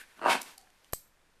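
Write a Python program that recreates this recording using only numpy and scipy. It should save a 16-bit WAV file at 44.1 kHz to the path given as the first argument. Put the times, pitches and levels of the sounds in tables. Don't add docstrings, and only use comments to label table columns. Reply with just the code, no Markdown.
import sys
import numpy as np
from scipy import signal
from scipy.fft import rfft, irfft
from scipy.io import wavfile
from scipy.ndimage import uniform_filter1d

SR = 44100
rng = np.random.default_rng(int(sys.argv[2]) if len(sys.argv) > 2 else 0)


def transcribe(u):
    v = np.clip(np.atleast_2d(u).T, -1, 1)
    q = np.round(v * 32767).astype(np.int16)
    wavfile.write(sys.argv[1], SR, q)


N = 61739
TIME = np.arange(N) / SR

# frequency_hz, density_db
BACKGROUND_SPECTRUM = [(15, 6), (30, -5.5), (60, -7.5), (110, -14), (200, -14), (280, -14.5), (520, -14),
                       (760, -16), (1400, -16.5), (4000, -24.5), (9000, -28.5), (14000, -36)]
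# time_s, level_db
RUSTLE_ENVELOPE = [(0, -47), (.012, -47), (.03, -54.5), (.055, -64), (.12, -64.5), (.155, -68),
                   (.178, -60.5), (.2, -67), (.25, -79)]
# frequency_hz, density_db
RUSTLE_SPECTRUM = [(150, -15.5), (300, -11.5), (600, -18), (1150, -13.5), (1550, 5), (2100, -3), (3000, -8),
                   (6000, -17), (10000, -13.5), (14000, -19.5)]
# time_s, push_db
SNORT_PUSH = [(.165, -72), (.188, -58), (.2, -64.5), (.211, -58), (.215, -38.5), (.236, -35.5),
              (.254, -28.5), (.26, -21.5), (.276, -27), (.293, -23), (.312, -37), (.34, -44.5),
              (.351, -27.5), (.365, -42.5), (.41, -76), (.45, -103)]
# centre_hz, width_hz, gain_db, exponent
THROAT_RESONANCES = [(254, 140, -12, 0.67), (390, 110, -11.5, .75), (661, 130, 1.5, 1.105),
                     (960, 72, 0, 1.25), (1168, 130, 0.5, 1.18), (1520, 310, -7, .8),
                     (2777, 220, -11, 0.91), (4250, 800, -25.5, .7), (8470, 2400, -29, 0.65)]
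# pitch_hz, gain_db
STANDING_WAVES = [(284, -3), (594, 0.5), (629, -2.5), (770, -2.5), (830, -4), (933, 5), (1088, 2.5),
                  (1194, -3), (1487, -1), (1573, -2), (2233, -4.5), (2370, -0.5), (2617, -6), (3883, 2.5)]
# start_s, level_db, length_s, centre_hz
FLAP_AND_TICKS = [(0.1923, -43.5, 0.0045, 744), (0.4145, -35.5, 0.006, 8600), (0.429, -42, 0.0026, 10000),
                  (0.579, -43, .0035, 8400), (.6125, -56.5, 0.0017, 5460), (0.671, -58.5, 0.0053, 1150),
                  (.7025, -60.5, 0.0023, 4700), (0.8451, -51, .0015, 3900)]
# time_s, level_db
RUSH_ENVELOPE = [(.22, -71), (.27, -42), (.291, -35), (.302, -25), (.332, -26.5), (.342, -33.5),
                 (.356, -34), (.375, -44), (.41, -64), (.45, -82.5)]
# centre_hz, width_hz, gain_db
NOSE_RESONANCES = [(186, 110, -5), (560, 270, -2.5), (930, 220, 5.5), (1580, 260, 2), (2270, 300, 4),
                   (2620, 260, 1), (3480, 700, -6), (4400, 330, -10.5)]
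# frequency_hz, density_db
JET_SPECTRUM = [(150, -19), (1000, -14), (3000, 5), (5000, 0.5), (7000, -2), (10000, -3), (14000, -12)]
# time_s, level_db
HISS_ENVELOPE = [(.33, -67), (.37, -57), (.41, -51.5), (.445, -57), (.47, -51), (.51, -52.5), (.54, -57.5),
                 (.57, -66.5), (.7, -71.5), (.9, -68), (1.0, -100)]
# frequency_hz, density_db
HISS_SPECTRUM = [(88, -46.5), (150, -15), (291, -6.5), (739, -9.5), (945, -1.5), (1040, -5.5), (1580, -6),
                 (1700, -4.5), (3850, -8.5), (14000, -16.5)]
# time_s, level_db
HOLLOW_ENVELOPE = [(.55, -94.5), (.585, -64.5), (.65, -72), (.71, -73), (.75, -100)]
CLIP_CONTACTS = [(0.9249, -38.5, -57), (.9312, -39, -45), (.9333, -19.5, -15), (.935, -23, -18.5),
                 (0.936, -26.5, -27.5), (0.9467, -40, -80), (.948, -33, -76)]
METAL_MODES = [(4770, -21.5, 0.081), (7590, -20, 0.026), (8070, -15, 0.087), (9120, -10, 0.018),
               (10700, -6, .007), (12030, -6, 0.0089), (12650, 3, 0.0096)]


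def from_db(db):
    return 10 ** (np.asarray(db) / 20)


def rms_one(x):
    return x / np.sqrt(np.mean(x ** 2) + 1e-20)


def level(rows):
    return from_db(np.interp(TIME, *np.transpose(rows)))


def cut(x, hz, kind, order=2):
    return signal.sosfilt(signal.butter(order, hz, kind, fs=SR, output="sos"), x)


def noise(spectrum):
    hz, db = np.transpose(spectrum)
    bins = np.maximum(np.fft.rfftfreq(N, 1 / SR), 1)
    gain = from_db(np.interp(np.log(bins), np.log(hz), db))
    return rms_one(irfft(rfft(rng.standard_normal(N)) * gain, N))


def resonate(x, hz, width_hz):
    r = np.exp(-np.pi * width_hz / SR)
    poles = [1, -2 * r * np.cos(2 * np.pi * hz / SR), r * r]
    return signal.lfilter(np.array([1, 0, -1]) * (1 - r * r) / 2, poles, x + 1e-18)


def airway(x, resonances):
    out = np.zeros(N)
    for k, (hz, width_hz, db) in enumerate(resonances):
        stage_hz = width_hz * np.pi / 2
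        out += (-1) ** k * from_db(db) * resonate(resonate(x, hz, stage_hz), hz, stage_hz)
    return rms_one(out)


def even(x):
    return x / np.sqrt(uniform_filter1d(x * x, size=700) + 1e-9)


def decay(start_s, fall_s):
    age = TIME - start_s
    return (age >= 0) * np.exp(-np.maximum(age, 0) / fall_s)


def room_noise():
    return from_db(-67) * noise(BACKGROUND_SPECTRUM)


def bedding_rustle():
    return level(RUSTLE_ENVELOPE) * noise(RUSTLE_SPECTRUM)


def snort(flutter_hz=114.83, jitter=.1, flap_at_s=.2145, close_s=.004, air_share=.71, full_push_db=-17):
    wobble = rms_one(cut(rng.standard_normal(N), 60, "low"))
    cycles = np.cumsum(flutter_hz * np.exp(jitter * wobble)) / SR
    cycles -= np.interp(flap_at_s, TIME, cycles)
    flaps = np.diff(np.floor(cycles), prepend=np.floor(cycles[0]))
    puffs = rng.standard_normal(N) * np.exp(-(cycles % 1) / (flutter_hz * close_s))
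    flow = (1 - air_share) * rms_one(flaps) + air_share * rms_one(puffs)
    push = level(SNORT_PUSH) / from_db(full_push_db)
    voice = np.zeros(N)
    for k, (hz, width_hz, db, exponent) in enumerate(THROAT_RESONANCES):
        band = even(airway(flow, [(hz, width_hz, 0)]))
        voice += (-1) ** k * from_db(db) * push ** exponent * band
    pushing = (TIME > SNORT_PUSH[0][0]) & (TIME < SNORT_PUSH[-1][0])
    return from_db(-24) * voice * pushing


def reverberation(x, t60_s=.3, delay_s=.005, damping_hz=12000):
    tail = rng.standard_normal(N) * from_db(-60 * TIME / t60_s)
    tail = cut(tail, damping_hz, "low", order=1) * (TIME > delay_s)
    return signal.fftconvolve(x, tail / np.sqrt(np.sum(tail ** 2)))[:N]


def standing_waves(x):
    return sum(from_db(db) * resonate(x, hz, width_hz=11.5) for hz, db in STANDING_WAVES)


def flap_and_ticks():
    out = np.zeros(N)
    for start_s, db, length_s, hz in FLAP_AND_TICKS:
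        burst = np.exp(-((TIME - start_s - length_s / 2) / (length_s / 2)) ** 2)
        crackle = cut(cut(rng.standard_normal(N), 1.4 * hz, "low"), .55 * hz, "high")
        out += from_db(db) * burst * rms_one(crackle)
    return out


def nasal_rush():
    cavity = airway(rng.standard_normal(N), NOSE_RESONANCES)
    jet = from_db(-6) * noise(JET_SPECTRUM)
    return level(RUSH_ENVELOPE) * even(cavity + jet)


def trailing_hiss():
    return level(HISS_ENVELOPE) * noise(HISS_SPECTRUM)


def hollow_tone(pitch_hz=757, width_hz=57):
    return level(HOLLOW_ENVELOPE) * airway(rng.standard_normal(N), [(pitch_hz, width_hz, 0)])


def clip_snap(scatter_db=2):
    strikes, cracks, rings = np.zeros((3, N))
    for start_s, db, _ in CLIP_CONTACTS:
        strikes[int(start_s * SR)] += from_db(db)
        cracks += from_db(db) * decay(start_s, fall_s=.0012)
    for hz, db, t60_s in METAL_MODES:
        r, w = from_db(-60 / (t60_s * SR)), 2 * np.pi * hz / SR
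        force = strikes * from_db(db + rng.normal(0, scatter_db, N)) * rng.choice([-1, 1], N)
        rings += signal.lfilter([0, np.sin(w)], [1, -2 * r * np.cos(w), r * r], force + 1e-18)
    bright_cracks = cut(cracks * rng.standard_normal(N), 4500, "high")
    return from_db(-6) * rings + from_db(-5.5) * bright_cracks


def clip_thump(rise_s=.00008, fall_s=.00023, gain_db=5.5):
    return -sum(from_db(db + gain_db) * (decay(start_s, fall_s) - decay(start_s, rise_s))
                for start_s, _, db in CLIP_CONTACTS)


def mattress_shudder():
    start_s = max(CLIP_CONTACTS, key=lambda row: row[1])[0]
    vibration = rms_one(resonate(rng.standard_normal(N), hz=103, width_hz=95))
    return from_db(-68) * decay(start_s, fall_s=.099) * vibration


def scene():
    huff = cut(snort() + nasal_rush(), 120, "high", order=3)
    ticks, metal = flap_and_ticks(), clip_snap()
    soft = cut(trailing_hiss() + bedding_rustle(), 180, "high") + hollow_tone()
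    into_room = from_db(-11) * huff + from_db(-10) * ticks + from_db(-10.5) * metal
    reflected = reverberation(into_room) + standing_waves(huff)
    direct = huff + ticks + metal + soft + clip_thump() + mattress_shudder()
    return (direct + reflected + room_noise())[None]


def record(dry):
    centred = cut(dry, 5, "high")
    low_pass = signal.ellip(12, .2, 70, 13900, fs=SR, output="sos")
    return signal.sosfilt(low_pass, centred)


dry = scene()
out = record(dry)
transcribe(out)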